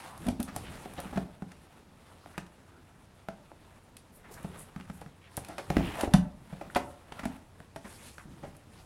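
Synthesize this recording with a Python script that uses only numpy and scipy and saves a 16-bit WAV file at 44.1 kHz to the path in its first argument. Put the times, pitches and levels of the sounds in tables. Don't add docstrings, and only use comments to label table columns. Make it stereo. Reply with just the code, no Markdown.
import sys
import numpy as np
from scipy import signal
from scipy.fft import rfft, irfft
from scipy.io import wavfile

SR = 44100
rng = np.random.default_rng(int(sys.argv[2]) if len(sys.argv) > 2 else 0)


def unload_wav(signal):
    wavfile.write(
        sys.argv[1],
        SR,
        np.round(np.clip(np.atleast_2d(signal).T, -1, 1) * 32767).astype(np.int16),
    )


N = 390285
TIME = np.arange(N) / SR
AGE = TIME[:SR // 4]

# f/Hz, level/dB (relative)
SNAP_SPECTRUM = [(600, -8), (1500, 2.5), (3000, 3.5), (5000, 0), (7000, -2), (10000, 2.5), (13000, -11),
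                 (16000, -26)]


def from_db(db):
    return 10 ** (np.asarray(db) / 20)


def rms_one(x):
    return x / np.sqrt(np.mean(x ** 2) + 1e-20)


def unit_blow(x):
    blow_s = .02
    return rms_one(x) * np.sqrt(blow_s * SR / x.shape[-1])


def at_hz(points, hz):
    freq, value = np.transpose(points)
    return np.interp(np.log(hz), np.log(freq), value)


def add(out, s, sound):
    i = max(0, round(s * SR))
    out[:, i:i + sound.shape[-1]] += sound[..., :N - i]


def pan(db):
    return from_db(np.array([[db], [-db]]) / 2)


def drift(rate, size=N):
    knots = rng.standard_normal(N // 100)
    return rms_one(np.interp(TIME[:size] * rate, np.arange(len(knots)), knots))


def stereo(pair):
    # f/Hz, correlation (-1 to 1)
    likeness = [(40, 0.61), (150, 0.83), (500, 0.77), (1000, 0.76), (2000, 0.55), (4000, 0.016),
                (8000, -0.28), (14000, -0.29)]
    size = pair.shape[-1]
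    mid, side = rfft(pair)
    alike = np.clip(at_hz(likeness, np.fft.rfftfreq(size, 1 / SR) + 1), -.99, .997)
    left_right = np.sqrt(1 + alike) * mid + np.sqrt(1 - alike) * side * [[1], [-1]]
    return irfft(left_right, size)


def bands(sources):
    edges_hz = 22 * 2 ** np.arange(0, 10, .5)
    pairs = [stereo(pair) for pair in sources]
    for k, (low, high) in enumerate(zip(edges_hz, edges_hz[1:])):
        band_pass = signal.butter(2, [low, high], "band", fs=SR, output="sos")
        yield np.sqrt(low * high), signal.sosfilt(band_pass, pairs[k % 2])


def texture(spectrum, sources, patchy_db):
    out = 0
    for hz, band in bands(sources):
        level_db = at_hz(spectrum, hz) + patchy_db * drift(25)
        out = out + band * from_db(level_db)
    return rms_one(out)


def crack(spectrum, decay_s, scatter):
    size = len(AGE)
    log_gain = np.log(from_db(at_hz(spectrum, np.fft.rfftfreq(size, 1 / SR) + 1)))
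    fold = np.r_[1, np.full(size // 2, 2), np.zeros(size - size // 2 - 1)]
    colour = np.exp(rfft(irfft(log_gain, size) * fold))
    contacts = stereo(rng.standard_normal((2, size))) * np.sqrt(AGE) * np.exp(-AGE / decay_s)
    contacts = scatter * rms_one(contacts) / np.sqrt(size)
    contacts[1, 0] += 1
    contacts[0, 3] += 1
    return unit_blow(irfft(rfft(contacts) * colour, size))


def background(noise_db=-62, hum_hz=90, hum_db=-67):
    # f/Hz, level/dB (relative)
    air_spectrum = [(25, 1), (50, -27), (90, 11), (125, -22.5), (250, -14), (600, -11.5), (1500, -18),
                    (3000, -23), (5000, -25.5), (10000, -29), (16000, -46)]
    waver_db, waver_rad, waver_per_s = 3.5, 1.2, 4
    hum_level = from_db(hum_db + waver_db * drift(waver_per_s))
    hum = hum_level * np.sin(2 * np.pi * hum_hz * TIME + waver_rad * drift(waver_per_s))
    air = texture(air_spectrum, rng.standard_normal((2, 2, N)), patchy_db=-0.3)
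    return hum + from_db(noise_db) * air


def slide_levels():
    # t/s, length/s, then flexing, rubbing and crinkling level/dB (before layer gains).
    moves = [(-.05, .12, -58, -47.5, -53.5), (0.228, 0.077, -47, -49, -56.5), (0.557, 0.2, -48.5, -48, -55),
             (0.81, 0.38, -51, -49, -62), (1.495, 0.29, -70, -62.5, -68), (2.02, 0.32, -83, -59.5, -68),
             (3.59, 0.19, -64, -62.5, -106), (4.313, 0.3, -53, -52.5, -65),
             (4.756, 0.28, -61.5, -59.5, -69.5), (5.38, 0.38, -58, -54.5, -59.5),
             (5.766, 0.11, -40, -44.5, -59), (5.983, 0.013, -50, -35, -50),
             (6.498, 0.41, -53.5, -57, -62.5), (7.15, 0.17, -58.5, -51, -64.5),
             (7.912, 0.15, -56.5, -56.5, -51.5), (8.325, 0.18, -53.5, -61, -64),
             (8.744, 0.046, -57.5, -60.5, -60.5)]
    # flexing, rubbing and crinkling level/dB (before layer gains)
    holding_db = (-60.5, -64, -73.5)
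    attack_s, release_s = 0.067, 0.075
    power = from_db(holding_db)[:, None] ** 2 * np.ones(N)
    for start, length, *levels_db in moves:
        early = np.maximum(start - TIME, 0)
        late = np.maximum(TIME - start - length, 0)
        speed = np.exp(-np.minimum(early / attack_s + late / release_s, 20))
        power = power + (from_db(levels_db)[:, None] * speed) ** 2
    return 10 * np.log10(power)


def grains(per_s, spread_db):
    sizes = from_db(spread_db * np.minimum(rng.exponential(1, N), 4))
    slips = rng.random(N) < per_s / SR
    return rms_one(rng.standard_normal((2, 2, N)) * sizes * slips)


def sliding(flex_gain_db=1.0, rub_gain_db=-2.0, crinkle_gain_db=0.0):
    # f/Hz, level/dB (relative)
    flex_spectrum = [(30, 0.5), (60, 5.5), (110, 5.5), (180, 5.5), (270, -1), (400, -4), (800, -34)]
    rub_spectrum = [(150, -13), (400, -4), (650, 2), (900, 2), (1300, -2), (2300, -7), (3500, -9.5),
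                    (5000, -22), (10000, -13), (16000, -29)]
    crinkle_spectrum = [(1000, -5), (3000, 2.5), (5000, 2.5), (7300, -2.5), (9500, 4.5), (11000, -2),
                        (13000, -34), (16000, 0)]
    flex_db, rub_db, crinkle_db = slide_levels()
    grip = drift(45)
    flex = texture(flex_spectrum, rng.standard_normal((2, 2, N)), patchy_db=2.5)
    flex = from_db(flex_db + flex_gain_db) * flex
    rub = texture(rub_spectrum, grains(per_s=4000, spread_db=-1.0), patchy_db=1.5)
    rub = from_db(rub_db + rub_gain_db + 1.77 * grip) * rub
    crinkle = texture(crinkle_spectrum, grains(per_s=14000, spread_db=-4.0), patchy_db=-3.0)
    crinkle = from_db(crinkle_db + crinkle_gain_db + 0.55 * grip) * crinkle
    return flex + rub * pan(-0.14) + crinkle * pan(-2.4)


def brushes(slips_per_s=260, rough_db=2.5):
    # t/s, length/s, centre f/Hz, width/octaves, level/dB
    strokes = [(0.0, .26, 870, .9, -55), (0.625, .081, 2300, 1.1, -53.5), (0.957, .059, 3460, 0.59, -53.5),
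               (2.332, 0.035, 1580, 0.66, -58.5), (2.641, .22, 1400, 0.33, -69),
               (4.116, 0.085, 10500, 0.58, -60), (4.23, 0.052, 1560, 0.87, -58),
               (4.304, 0.058, 8300, 1.4, -52.5), (4.371, .021, 1680, .6, -55.5),
               (4.567, .08, 9600, 0.51, -50), (4.907, 0.11, 9350, 0.72, -62),
               (5.208, .09, 2430, 0.93, -60.5), (5.717, .33, 2380, 0.82, -49), (5.959, 0.076, 684, .6, -39),
               (6.698, 0.0096, 1600, 0.51, -47.5), (7.178, .035, 1350, 0.17, -49),
               (7.902, 0.38, 8250, 0.84, -62), (8.18, 0.041, 1400, 1.1, -54.5),
               (8.243, 0.087, 255, 0.71, -55)]
    out = np.zeros((2, N))
    for s, length, hz, octaves, db in strokes:
        size = int(length * SR)
        edges_hz = np.clip(hz * 2 ** (octaves * np.array([-1, 1]) / 2), 20, SR * .45)
        band_pass = signal.butter(2, edges_hz, "band", fs=SR, output="sos")
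        stroke = signal.sosfilt(band_pass, stereo(rng.standard_normal((2, SR))))
        swell = np.sin(np.linspace(0, np.pi, size)) * from_db(rough_db * drift(slips_per_s, size))
        add(out, s, from_db(db) * pan(-0.58) * rms_one(stroke[:, -size:] * swell))
    return out


def creases(level_db=-11.0):
    per_s, spread_db = 38, 4
    _, rub_db, crinkle_db = slide_levels()
    pop_db = (rub_db + crinkle_db) / 2 + level_db + spread_db * rng.uniform(-3.5, 1, N)
    pops = (rng.random(N) < per_s / SR) * from_db(pop_db)
    pop = crack(SNAP_SPECTRUM, decay_s=0.0015, scatter=0.53)
    return pan(-1.2) * signal.fftconvolve(pops[None], pop, axes=1)[:, :N]


def snaps(decay_s=0.0022, scatter=1.5, crispness=0.85):
    # t/s, level/dB, left-right/dB, brightness/dB per octave
    flicks = [(.178, -57.5, -12, 7), (0.268, -48, -6, 2), (0.286, -41, -3, 0.5), (0.402, -43.5, -3, 4),
              (.429, -40, -2, 8), (.563, -44.5, -16, 7), (.937, -53.5, 0, 7), (1.003, -47.5, -10, 9),
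              (1.176, -42.5, -2, -9.5), (1.518, -54, 1, -3), (2.379, -56, -14, 2.5), (2.465, -60.5, -6, -3),
              (3.285, -66, -7, 12.5), (3.968, -50.5, -6, 2.5), (4.43, -61.5, 12, 10), (4.809, -50.5, 1, -7),
              (5.012, -56.5, -2, 1.5), (5.369, -41, -13.5, 10.5), (5.374, -44.5, -1, 5),
              (5.448, -49, 2, 1.5), (5.486, -50.5, -1, 4), (5.582, -45, 4, -1.5), (5.701, -55, -5, 4),
              (6.01, -35, -1, 1.5), (6.137, -28, -1, -1), (6.749, -40, -5, -2), (6.758, -32.5, -4.5, -8),
              (6.767, -45, -5, 11), (7.122, -47.5, -1, -5.5), (7.254, -47, -6, 3), (7.761, -50.5, 0, 0),
              (8.567, -63, -14, 8)]
    pivot_hz = SNAP_SPECTRUM[0][0]
    out = np.zeros((2, N))
    for s, db, side_db, tilt_db in flicks:
        spectrum = [(hz, level + tilt_db * np.log2(hz / pivot_hz)) for hz, level in SNAP_SPECTRUM]
        snap = crack(spectrum, decay_s, scatter * from_db(-crispness * tilt_db))
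        add(out, s, from_db(db) * pan(side_db) * snap)
    return out


def thump(hz, landing_s, cycles, table_hz=75, table_db=-9, table_s=0.0058):
    stack = np.sin(2 * np.pi * hz * AGE) * np.exp(-AGE * hz / cycles)
    table = from_db(table_db) * np.sin(2 * np.pi * table_hz * AGE) * np.exp(-AGE / table_s)
    landing = 1 - np.exp(-AGE / landing_s)
    return unit_blow((stack + table) * landing)


def clack(landing_s):
    # f/Hz, level/dB (relative), t60/s
    cover_modes = [(293.5, 0, 0.036), (398, -3.5, 0.042), (485, -8, 0.03), (595, 1, 0.047),
                   (708, -1, 0.084), (817, 6, 0.018), (898, -12.5, 0.018), (1085, -22.5, 0.14)]
    out = 0
    for hz, db, t60 in cover_modes:
        spread = np.sqrt(AGE) * np.exp(-AGE / (landing_s * 0.98))
        strikes = rms_one(rng.standard_normal(len(AGE)) * spread) / np.sqrt(len(AGE))
        strikes[0] += rng.choice([-1, 1]) * 0.0056 / landing_s
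        mode_hz = hz * (1 + 0.027 * rng.standard_normal())
        mode = np.sin(2 * np.pi * mode_hz * AGE) * from_db(db - 60 * AGE / t60)
        out = out + signal.fftconvolve(strikes, mode)[:len(AGE)]
    return unit_blow(out)


def knocks(thump_gain_db=0.0, clack_gain_db=0.1, slap_gain_db=2.0):
    # t/s, thump f/Hz, then thump, cover clack and slap level/dB
    # (before layer gains), time over which the sheets land/s
    landings = [(.262, 221, -32.5, -42, -56, 0.014), (.283, 236, -26, -36.5, -56, 0.0066),
                (0.396, 230, -29.5, -43.5, -49, 0.0094), (0.479, 188, -43.5, -53, -47, 0.011),
                (0.563, 144, -40, -38.5, -50, 0.0021), (.856, 214, -46, -43, -55, 0.0019),
                (.981, 158, -45, -39, -47, 0.011), (1.056, 180, -39.5, -67, -71, .002),
                (1.127, 262, -41.5, -44.5, -52, 0.011), (1.159, 180, -33.5, -53, -50, 0.0045),
                (1.174, 181, -28, -33.5, -45, 0.0035), (1.422, 177, -36.5, -47, -55.5, 0.0026),
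                (2.26, 148, -68, -50, -60, 0.00054), (2.379, 174, -38.5, -43, -42, 0.0029),
                (3.2863, 195, -41.5, -39, -46.5, 0.0015), (3.517, 264, -67, -52, -68, 0.00087),
                (4.446, 176, -35.5, -44.5, -56.5, 0.0016), (4.762, 176, -37.5, -56, -52.5, 0.0015),
                (4.8, 186, -48, -75, -55.5, 0.0015), (4.899, 176, -38, -54, -51.5, 0.0026),
                (5.016, 178, -52, -47, -57, 0.0048), (5.062, 155, -45, -59, -59.5, .002),
                (5.376, 115, -38.5, -39.5, -51, 0.0032), (5.486, 177, -47.5, -42, -50.5, 0.021),
                (5.582, 305, -57, -37.5, -44, 0.0088), (5.7022, 167, -27.5, -31, -37.5, 0.002),
                (5.768, 266, -21, -30.5, -35, 0.0016), (5.788, 180, -26.5, -38, -47, 0.0068),
                (5.806, 170, -36, -38.5, -54, 0.0022), (6.033, 280, -33, -28, -55, 0.0051),
                (6.076, 303, -32, -41, -56, .004), (6.14, 181, -12.5, -25.5, -36, 0.0043),
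                (6.527, 173.5, -37.5, -48, -59, 0.0054), (6.612, 243, -52, -40, -51.5, 0.0041),
                (6.762, 305, -58, -23.5, -33, 0.0056), (7.122, 144, -51, -48.5, -54, 0.0028),
                (7.193, 179, -48, -50, -44.5, 0.0037), (7.233, 262, -39.5, -48, -47, 0.0064),
                (7.255, 226, -30, -36.5, -44, 0.0026), (7.603, 153, -51, -55, -56.5, 0.001),
                (7.761, 161, -49, -42.5, -53, 0.0044), (7.845, 204, -47, -50.5, -49.5, 0.014),
                (8.182, 143, -52, -55, -50, 0.0017), (8.255, 164, -45, -66, -80, 0.0011),
                (8.429, 154, -44.5, -41, -52, 0.017)]
    # f/Hz, level/dB (relative)
    slap_spectrum = [(300, -29.5), (700, -2.5), (1300, 5.5), (2100, -1), (3000, -8.5), (4500, -11.5),
                     (8000, -14.5), (16000, -28.5)]
    stack_hz, stack_cycles, cycles_lost_per_octave = 198, 1.66, 2.1
    out = np.zeros((2, N))
    for s, hz, thump_db, clack_db, slap_db, landing_s in landings:
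        cycles = max(.5, stack_cycles - cycles_lost_per_octave * abs(np.log2(hz / stack_hz)))
        slap = pan(-0.88) * crack(slap_spectrum, landing_s * 1.14, scatter=landing_s / 0.0019)
        add(out, s, from_db(thump_db + thump_gain_db) * thump(hz, landing_s, cycles))
        add(out, s, from_db(clack_db + clack_gain_db) * clack(landing_s))
        add(out, s, from_db(slap_db + slap_gain_db) * slap)
    return out


def room(dry, wet_db=-10.0, echo_cut_hz=420):
    # f/Hz, t60/s
    room_t60 = [(100, 0.71), (200, 0.56), (700, 0.54), (2000, 0.22), (5000, 0.2), (13000, 0.18)]
    # f/Hz, level/dB (relative)
    room_colour = [(80, -0.5), (180, -12.5), (300, 0.5), (500, -1.5), (1200, -1), (4000, 0.5),
                   (12000, -2.5)]
    # delay t/s, level/dB
    echoes = [(.0195, -9.5), (.0415, -12.5), (.0525, -15), (.0805, -18.5), (.122, -23.5)]
    age, build_s = TIME[:SR * 3 // 4], .004
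    tail = 0
    for hz, band in bands(rng.standard_normal((2, 2, len(age)))):
        build_up = (1 - np.exp(-age / build_s)) ** 2
        dying = band * from_db(-60 * age / at_hz(room_t60, hz)) * build_up
        tail = tail + rms_one(dying) * np.sqrt(hz) * from_db(at_hz(room_colour, hz))
    answer = rms_one(tail) / np.sqrt(len(age))
    out = from_db(wet_db) * signal.fftconvolve(dry, answer, axes=1)[:, :N]
    bass = signal.sosfilt(signal.butter(2, echo_cut_hz, fs=SR, output="sos"), dry)
    for delay, db in echoes:
        add(out, delay, from_db(db) * bass)
    return out


def scene(low_cut_hz=50):
    handling = knocks() + snaps() + brushes() + creases()
    handling = signal.sosfilt(signal.butter(1, low_cut_hz, "high", fs=SR, output="sos"), handling)
    return handling + room(handling) + sliding() + background()


def record(dry):
    cutoff_hz = 16000
    return signal.sosfilt(signal.ellip(10, .1, 80, cutoff_hz, fs=SR, output="sos"), dry)


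dry = scene()
out = record(dry)
unload_wav(out)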